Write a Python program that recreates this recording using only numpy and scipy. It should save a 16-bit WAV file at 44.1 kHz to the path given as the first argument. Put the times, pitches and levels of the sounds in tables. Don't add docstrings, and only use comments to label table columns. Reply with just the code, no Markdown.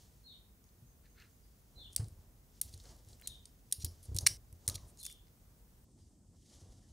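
import sys
import numpy as np
from scipy import signal
from scipy.fft import rfft, irfft
from scipy.io import wavfile
from scipy.ndimage import uniform_filter1d

SR = 44100
rng = np.random.default_rng(int(sys.argv[2]) if len(sys.argv) > 2 else 0)


def makeup_ratio(level_db):
    decades = np.asarray(level_db, float) / 20
    return 10 ** decades


def dump(signal):
    limited = np.clip(np.atleast_2d(signal).T, -1, 1)
    pcm = np.round(limited * 32767).astype(np.int16)
    wavfile.write(sys.argv[1], SR, pcm)


N = 305172

# f/Hz, bandwidth/Hz, level/dB
ARM_MODES = [(3600, 900, -33.5), (4250, 100, -3), (4930, 130, -5), (5743, 400, 5), (6680, 610, 5),
             (7600, 840, 5.5), (8266, 370, -1.5), (8900, 150, 6.5), (9695, 66, 3.5), (10200, 200, 1),
             (10730, 200, -10), (11160, 250, -2), (12900, 220, -6.5), (12900, 190, -9.5),
             (14000, 320, -18.5), (13700, 370, -6.5), (15140, 300, -19.5)]
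# f/Hz, bandwidth/Hz, level/dB
BODY_MODES = [(452.5, 480, -22), (932.4, 690, -23.5), (1660, 480, -15), (2236, 370, 5), (2810, 250, 0)]
# t/s, peak level/dB, brightest f/Hz, rattle/ms, treble tilt/(dB per octave)
HITS = [(1.9621, -15.5, 9850, 2.15, 9), (2.6133, -19.5, 10200, 2.4, 8.5), (3.273, -26, 8720, 3.2, -2.1),
        (3.455, -40, 4250, 2.1, 21), (3.724, -15, 6310, 2.6, 12), (3.8232, -43, 5667, 2.3, 4.5),
        (3.8458, -24, 13140, 3.7, 1.5), (4.1461, -37, 9230, 1.6, -0.8), (4.1648, -23.5, 8850, 1.05, 4.5),
        (4.186, -17.5, 5424, 1.5, -0.7), (4.2083, -38.5, 9164, 4.3, -7.5), (4.6781, -16, 9552, 2, 5.5),
        (4.6872, -19.5, 9300, 1.05, -2.5), (4.697, -26.5, 7930, 1.8, -0.6),
        (4.7564, -29.5, 5850, 1.5, -8.5), (5.03, -36.5, 9050, 0.94, 16.5), (5.0348, -36.5, 9970, 1.6, 8.5),
        (5.046, -40.5, 9840, 1.7, 12.05), (5.0522, -30, 6796, 2.1, -1.66), (5.0639, -28.5, 9120, 2.4, -0.2)]
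# t/s, peak level/dB, brightest f/Hz, rattle/ms, treble tilt/(dB per octave)
CLACK = [
    (4.2632, -17.5, 5840, 1.2, 0),
    (4.2656, -8, 5500, 1.4, -1.5),
    (4.2672, -16, 8860, 0.89, -1.5),
    (4.2702, -8, 9800, 1.9, -8.5),
]
# t/s, peak level/dB, brightest f/Hz, body level/dB
TAPS = [(1.0564, -65, 3620, -68), (1.1824, -58, 3000, -67), (1.2, -55, 4070, -84),
        (1.2214, -63.5, 4050, -60.5), (1.9794, -43, 3900, -49.5), (1.9964, -58, 4790, -66),
        (2.043, -48, 5630, -70), (2.0832, -45.5, 8200, -70), (2.8544, -52, 3850, -73),
        (2.8914, -57, 3730, -80), (3.1976, -54, 7200, -65), (3.2134, -45, 13400, -66),
        (3.2213, -60, 9000, -58.5), (3.2606, -58, 5300, -63), (4.5271, -46, 9680, -69),
        (4.7794, -56, 3600, -62), (5.0994, -42.5, 9920, -61.5), (5.2692, -67, 3610, -73),
        (5.2814, -59.5, 4700, -71.5), (5.066, -49, 9700, -52)]
# t/s, peak level/dB, brightest f/Hz
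TICKS = [(0.641, -58.5, 6000), (0.69, -61, 4550), (1.931, -45, 7600), (2.6924, -53, 9250),
         (2.739, -43.5, 4050), (2.7767, -45, 7080), (2.8, -47, 3820), (2.838, -49, 8180),
         (2.9642, -57, 11400), (3.048, -55.5, 7000), (3.0872, -51, 7640), (3.131, -49.5, 3820),
         (4.03, -45, 10200), (4.055, -50.5, 9800), (4.973, -48, 6960), (5.0042, -54, 10200),
         (5.1115, -48, 9700), (5.1256, -45, 9760)]
# f/Hz, level/dB
ECHO_COLOUR = [(1500, -3.5), (4000, -2.0), (5800, 1.5), (7400, -4.5), (10000, -3.0), (15000, -8.5)]
# t/s, length/s, level/dB, brightest f/Hz, focus/(dB per octave)
SCRAPES = [(1.914, 0.038, -68, 8340, 14), (1.948, 0.0044, -60, 9500, 12), (2.719, 0.037, -61, 4200, 3),
           (3.089, 0.082, -73, 7600, 40), (3.712, 0.0098, -47, 8600, 13), (3.79, 0.064, -55, 5400, 8),
           (3.842, 0.033, -57, 9000, -11), (4.019, 0.052, -64.5, 10500, 21), (4.146, 0.043, -49.5, 9000, 5),
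           (4.207, 0.025, -60, 9240, 42), (4.256, 0.0083, -34, 5800, 33), (4.659, 0.034, -62, 9000, 12.5),
           (4.738, 0.029, -46, 10500, -5), (4.86, 0.064, -69.5, 9200, 43), (4.972, 0.0637, -63, 6730, 52),
           (4.974, 0.059, -60.5, 10530, 36.5), (5.012, 0.073, -55, 11000, 18), (5.069, 0.076, -62, 9840, 2)]
# t of top speed/s, time to die by 20 dB/s, sleeve swish level/dB, batter slosh level/dB
STROKES = [(0, 0.42, -73, -70), (.73, 0.4, -86, -86), (1.27, 2, -81, -96), (1.75, 0.6, -79, -67.5),
           (1.989, 0.52, -75.5, -61.5), (2.63, 0.5, -69, -67), (2.859, 0.34, -65, -62),
           (3.101, 0.16, -70, -65), (3.268, 0.35, -68, -66.5), (3.86, 0.77, -73, -68),
           (4.06, 0.15, -70.5, -65.5), (4.21, .22, -70.5, -53.5), (4.691, 0.4748, -69.5, -58),
           (5.0, 0.3, -74.5, -76.5), (5.45, 1.1, -84, -74), (5.88, .4, -84, -72.5),
           (5.99, 0.27, -77.5, -70.5), (6.25, 2.3, -92, -73), (6.43, -0.3, -77, -74),
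           (6.53, 0.35, -65.5, -64.5), (6.62, 0.57, -74, -64), (6.9, 2.7, -78, -73)]
# f/Hz, level/(dB per Hz)
SWISH_COLOUR = [(1060, -42), (1800, -9.5), (2560, -13.5), (3040, -4.5), (3900, -3.5), (4590, -1.5),
                (6520, 0), (11000, -9), (14000, -26.5)]
# t/s, level/dB
CREAK = [
    (1.03, -85.5),
    (1.056, -70),
    (1.11, -93),
    (1.144, -90),
    (1.162, -69.5),
    (1.218, -64),
    (1.3, -86),
]
# f/Hz, level/dB
CREAK_COLOUR = [(900, -25.5), (1400, -1), (1750, -2.0), (2600, -7), (3300, -13.5), (4100, -6.5),
                (5200, -17.5), (7500, -28.5)]
# t/s, peak level/dB, f/Hz, t60/s
THUDS = [(0.82, -49, 126, 0.32), (1.994, -28, 108, 0.28), (2.03, -40.5, 105.6, 0.22),
         (2.736, -40.5, 87, 0.29), (3.068, -48.5, 99.5, 0.35), (3.781, -41.5, 81, 0.45),
         (3.837, -30, 82.3, 0.23), (3.91, -46.5, 93, 0.25), (4.084, -34.5, 77.5, 0.21),
         (4.115, -31.5, 83, 0.095), (4.146, -27.5, 94.7, 0.17), (4.225, -32.5, 96.9, 0.32),
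         (4.3, -41.5, 103.7, 0.16), (4.522, -42.5, 86.1, 0.26), (4.678, -32.5, 91, 0.3),
         (4.745, -36, 94, 0.14), (6.615, -45.5, 99.5, 0.14)]
# t/s, level/dB, t60/s
PLOPS = [
    (1.996, -56, 0.13),
    (2.84, -68, 0.36),
    (3.2, -70, 0.4),
    (4.681, -55, 0.17),
]
# t/s, level/dB, f/Hz
BOWL_HUM = [
    (4.68, -68, 1250),
    (4.70, -68, 1245),
    (4.77, -71, 1240),
    (4.79, -75, 1100),
    (4.86, -78, 1000),
    (4.90, -95, 980),
]
# t/s, level/dB, first f/Hz, second f/Hz, first length/s
CHIRPS = [(0.231, -59.5, 4164, 3697, 0.084), (1.752, -56.5, 4030, 3500, 0.061),
          (3.223, -57.5, 4080, 3660, 0.048), (4.981, -57.5, 4132, 3472, 0.04)]
# t/s, level/dB, f/Hz, length/s
TWEETS = [(.63, -76, 6500, .04), (.85, -73, 6350, .04), (1.075, -74, 6450, .04), (1.31, -78, 6500, .03),
          (1.42, -75, 4900, .02), (5.36, -78, 8400, .02), (5.46, -78, 8400, .02), (5.57, -78, 8400, .02),
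          (5.67, -78, 8400, .02), (5.77, -76, 8400, .02), (5.9, -77, 8400, .02), (5.975, -75, 8400, .02),
          (5.98, -78, 4700, .03), (6.08, -76, 8400, .02), (6.81, -80, 1800, .03)]
# f/Hz, level/(dB per Hz)
HISS = [(15, -32.0), (25, -13.5), (48, 8), (70, -1.5), (210, -8.5), (342, -16.5), (460, -18), (555, -23.0),
        (707, -24.5), (1630, -31.0), (4080, -36.5), (6280, -32), (9410, -32), (15700, -28.5),
        (16000, -74.5)]
# f/Hz, level/(dB per Hz)
HISS_LAST = [(15, -45), (25, -23.5), (75, -9.5), (220, -4), (380, -14.5), (600, -42), (1200, -58),
             (2500, -44), (4000, -48.5), (5000, -36.5), (8400, -28.5), (11000, -41), (15600, -45),
             (16000, -83)]
# f/Hz, side minus mid level/dB
SPREAD = [(60, -14.5), (110, -12), (200, -11.5), (380, -13), (700, -1.5), (1290, -0.5), (2380, -0.5),
          (4400, 1.5), (8120, -7.5), (15000, 3)]
CUTS = [0, 4.372, 5.848, 6.92]

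HIT_BODY_DB, CLACK_BODY_DB, TICK_BODY_DB = -30.5, -19, -32
LIGHT_RATTLE_MS, LIGHT_TILT_DB, LIGHT_FLAT_HZ = 1.2, 8, 6460
SWISH_RISE_SHARE, SLOSH_RISE_SHARE = 0.45, 0.15
IDLE_SWISH_DB, IDLE_SLOSH_DB = -93.5, -82
SHAKE_DB, SHAKE_LAG_S, IDLE_SHAKE_DB = 8, 0.02, -75
KNOCK_DB, KNOCK_T60_S = -24.5, 0.29
BREAK_S, HOLD_S, DROOP_S = 0.03, 0.098, 0.076
HISS_DB, HISS_LAST_DB = -71, -71


def clicks():
    hz, width, db = np.transpose(ARM_MODES)
    near, send = np.zeros(N), np.zeros(N)
    t_ms = np.arange(600) / SR * 1000
    thin = highpass(3, 3100)
    for s, peak_db, bright_hz, body_db, rattle_ms, tilt_db in contacts():
        level_luck, pitch_luck = rng.standard_normal((2, len(hz)))
        grit = rng.standard_normal(len(t_ms))
        push = grit * np.exp(-t_ms / max(rattle_ms, .1)) * np.minimum(t_ms / .35, 1)
        spot_db = (1.5 + 0.54 * peak_db) * np.abs(np.log2(hz / bright_hz))
        spot_db = spot_db + tilt_db * np.log2(np.minimum(hz, 11000) / 7000)
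        own_hz = hz * (1 + .008 * pitch_luck)
        modes = ring(own_hz, 160 + 1.1 * width, db + spot_db + 2.5 * level_luck)
        voice = signal.sosfilt(thin, np.convolve(push, modes))
        dull = signal.butter(2, min(4500 + 1.1 * bright_hz, .4 * SR), fs=SR, output="sos")
        voice = signal.sosfilt(dull, voice)
        blur = signal.sosfilt(thin, np.convolve(push[:40], ring(hz, 450 + width, db + spot_db)))
        blur = np.pad(blur, (0, len(voice) - len(blur)))
        blur = blur * np.std(voice) * np.sqrt(len(voice) / np.sum(blur ** 2))
        body = np.diff(np.convolve(push, ring(*np.transpose(BODY_MODES))), prepend=0)
        body = makeup_ratio(body_db + 8.5) * body / np.abs(body).max()
        gain = makeup_ratio(peak_db) / np.abs(voice).max()
        add(near, s, gain * voice + body)
        limit = makeup_ratio(-.15 * (peak_db + 22.0))
        add(send, s, (gain * blur + 0.77 * body) * limit)
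    return near, send


def contacts():
    touches = []
    light = TAPS + [(s, db, hz, db + TICK_BODY_DB) for s, db, hz in TICKS]
    for s, db, hz, body_db in light:
        tilt_db = LIGHT_TILT_DB * np.log2(hz / LIGHT_FLAT_HZ)
        touches.append((s, db, hz, body_db, LIGHT_RATTLE_MS, tilt_db))
    for table, under_db in [(HITS, HIT_BODY_DB), (CLACK, CLACK_BODY_DB)]:
        for s, db, hz, rattle_ms, tilt_db in table:
            body_db = db + under_db + 0.33 * (db + 21.5)
            touches.append((s, db, hz, body_db, rattle_ms, tilt_db))
    return sorted(touches)


def room_echo(send):
    echo = shaped(tail(0.25, 0.0013, .012), ECHO_COLOUR)
    edges = shot_edges()
    shots = []
    for a, b in zip(edges, list(edges[1:-1]) + [N]):
        shots.append(signal.fftconvolve(send[a:b], echo)[:b - a])
    return np.concatenate(shots)


def scrapes():
    hz, width, db = np.transpose(ARM_MODES)
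    out = np.zeros(N)
    for s, length, level_db, bright_hz, focus_db in SCRAPES:
        slips, pressure = rng.standard_normal((2, int(.1 * SR)))
        u = np.minimum(np.arange(len(slips)) / (length * SR), 1)
        clumps = makeup_ratio(3.8 * uniform_filter1d(pressure, size=36) * 6.6)
        push = slips * clumps * np.sin(np.pi * u) ** 1.7
        mode_db = .5 * db - focus_db * np.abs(np.log2(hz / bright_hz))
        sound = band(np.convolve(push, ring(hz, 150 + 0.28 * width, mode_db)), 3100, 13000)
        add(out, s, sound * makeup_ratio(level_db) / np.std(sound[:int(length * SR)]))
    return out


def swish():
    voice = shaped(rng.standard_normal(N) * makeup_ratio(1.8 * walk(53)), SWISH_COLOUR)
    return voice / np.std(voice) * strokes(IDLE_SWISH_DB, column=2, rise=SWISH_RISE_SHARE) * makeup_ratio(2.0)


def slosh():
    wet = band(rng.standard_normal(N) * makeup_ratio(2.2 * walk(30)), 140, 720)
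    return wet * strokes(IDLE_SLOSH_DB, column=3, rise=SLOSH_RISE_SHARE) * makeup_ratio(-5.5)


def spring_creak():
    creak = shaped(rng.standard_normal(N) * makeup_ratio(2.0 * walk(70)), CREAK_COLOUR)
    return creak / np.std(creak) * makeup_ratio(curve([(1.02, -120)] + CREAK + [(1.31, -120)]))


def table_thuds():
    swings, raps = np.zeros(N), np.zeros(N)
    t = np.arange(int(.2 * SR)) / SR
    for s, peak_db, hz, t60_s in THUDS:
        width_hz = np.log(1000) / np.pi / np.clip(t60_s, .04, .2)
        swing = ring(hz * np.array([1, 1.27, 2.5]), width_hz * np.array([1, 1.2, 2.5]),
                     np.array([0.1, -6, -12]), seconds=.4)
        swing = np.convolve(swing, np.hanning(int(0.006 * SR)))
        add(swings, s, swing * makeup_ratio(peak_db) / np.abs(swing).max())
        decay = makeup_ratio(peak_db + KNOCK_DB - 60 * t / KNOCK_T60_S)
        add(raps, s, band(rng.standard_normal(len(t)), 100, 390) * decay * np.minimum(t / .004, 1))
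    return raps + signal.sosfilt(highpass(2, 45), swings)


def table_tremble():
    rumble = band(band(rng.standard_normal(N), 34, 120), 34, 120) * makeup_ratio(SHAKE_DB)
    work = strokes(IDLE_SHAKE_DB - SHAKE_DB, column=3, rise=SLOSH_RISE_SHARE, lag_s=SHAKE_LAG_S)
    return rumble * work * makeup_ratio(2 * walk(9))


def plops():
    out = np.zeros(N)
    t = np.arange(int(.2 * SR)) / SR
    for s, db, t60_s in PLOPS:
        slap = band(rng.standard_normal(len(t)), 350, 1700)
        add(out, s, slap * makeup_ratio(db - 60 * t / t60_s) * np.minimum(t / (0.033 * t60_s), 1))
    return out


def bowl():
    flutter = .7 * (walk(160) + 1j * walk(160)) + .9
    turn = np.exp(2j * np.pi * np.cumsum(curve(BOWL_HUM, column=2)) / SR)
    return (flutter * turn).real * makeup_ratio(curve([(4.675, -130, 0)] + BOWL_HUM + [(4.95, -130, 0)]))


def birds():
    song = np.zeros(N)
    # s, dB, start Hz, end Hz, length s, warble Hz
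    notes = [(s, db, 1.02 * hz, .98 * hz, length, 330) for s, db, hz, length in TWEETS]
    for s, db, high_hz, low_hz, first_s in CHIRPS:
        notes.append((s, db, 1.01 * high_hz, .99 * high_hz, first_s, 340))
        notes.append((s + BREAK_S, db + 0.17, 1.03 * low_hz, .995 * low_hz, HOLD_S, 150))
        notes.append((s + BREAK_S + .015, db - 4.5, low_hz, .84 * low_hz, DROOP_S, 300))
    for s, db, start_hz, end_hz, length, warble_hz in notes:
        u = np.arange(int(length * SR)) / (length * SR)
        hz = start_hz + (end_hz - start_hz) * u ** 1.46
        hz = hz + warble_hz * u * np.sin(2 * np.pi * 60 * u * length)
        add(song, s, makeup_ratio(db) * np.sin(np.pi * u) ** .5 * np.sin(2 * np.pi * np.cumsum(hz) / SR))
    return [signal.fftconvolve(song, tail(0.39, 0, 0.00094))[:N] for _ in range(2)]


def hiss(points, db):
    mid = shaped(rng.standard_normal(N), points)
    side = shaped(shaped(rng.standard_normal(N), points), SPREAD)
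    audible = signal.sosfilt(highpass(4, 200), mid)
    return np.array([mid, side]) * makeup_ratio(db) / np.std(audible)


def strokes(idle_db, column, rise, lag_s=0):
    t = np.arange(0, N, 64) / SR
    power = makeup_ratio(2 * idle_db)
    for row in STROKES:
        u = (t - row[0] - lag_s) / max(row[1], .02)
        power = power + makeup_ratio(2 * (row[column] - 20 * np.maximum(u, -u / rise)))
    return np.interp(np.arange(N) / SR, t, np.sqrt(power))


def ring(hz, width_hz, db, seconds=.025):
    t = np.arange(int(seconds * SR))[:, None] / SR
    decay = np.exp(-np.pi * width_hz * t)
    return (makeup_ratio(db) * decay * np.sin(2 * np.pi * hz * t)).sum(axis=1)


def tail(t60_s, delay_s, rise_s):
    t = np.arange(int(.6 * SR)) / SR
    h = rng.standard_normal(len(t)) * makeup_ratio(-60 * t / t60_s) * np.clip((t - delay_s) / rise_s, 0, 1)
    return h / np.sqrt(np.sum(h ** 2))


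def shaped(x, points):
    hz, db = np.transpose(points)
    f = np.maximum(np.arange(len(x) // 2 + 1) * SR / len(x), 1)
    return irfft(rfft(x) * makeup_ratio(np.interp(np.log(f), np.log(hz), db)), len(x))


def band(x, lo_hz, hi_hz):
    y = signal.sosfilt(signal.butter(2, [lo_hz, min(hi_hz, .45 * SR)], "band", fs=SR, output="sos"), x)
    return y / np.std(y)


def highpass(order, hz):
    return signal.butter(order, hz, "high", fs=SR, output="sos")


def walk(rate):
    k = int(SR / rate)
    w = uniform_filter1d(np.repeat(rng.standard_normal(N // k + 1), k)[:N], k)
    return w / np.std(w)


def curve(table, column=1):
    rows = np.array(table)
    return np.interp(np.arange(N) / SR, rows[:, 0], rows[:, column])


def add(out, s, x):
    i = int(s * SR)
    out[i:i + len(x)] += x[:N - i]


def shot_edges():
    return (np.array(CUTS) * SR).astype(int)


def scene():
    near, send = clicks()
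    room = room_echo(send)
    in_first_shots = np.arange(N) < shot_edges()[-2]
    floor_mid, floor_side = np.where(in_first_shots, hiss(HISS, HISS_DB), hiss(HISS_LAST, HISS_LAST_DB))
    loudness = uniform_filter1d(np.abs(near), size=260)
    ahead = np.roll(loudness, -int(.007 * SR))
    duck = 1 / (1 + 250 * np.maximum(ahead - loudness, 0))
    rubbing = swish() + slosh() + spring_creak()
    table = table_thuds() + table_tremble() + plops()
    bird, bird_side = birds()
    mid = near + duck * (makeup_ratio(-12.5) * room + scrapes() + rubbing + floor_mid) + table + bowl() + bird
    near_side = makeup_ratio(-25.5) * np.diff(near, prepend=0) + makeup_ratio(-34) * band(near, 1500, 3000) * np.std(near)
    side = duck * floor_side + bird_side + near_side
    return np.array([mid + side, mid - side])


def low_pass(x):
    return signal.sosfilt(signal.butter(12, 16640, fs=SR, output="sos"), x)


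def record(dry):
    mix = signal.sosfilt(signal.ellip(6, .3, 28, 15700, fs=SR, output="sos"), dry)
    return low_pass(mix)


dry = scene()
out = record(dry)
dump(out)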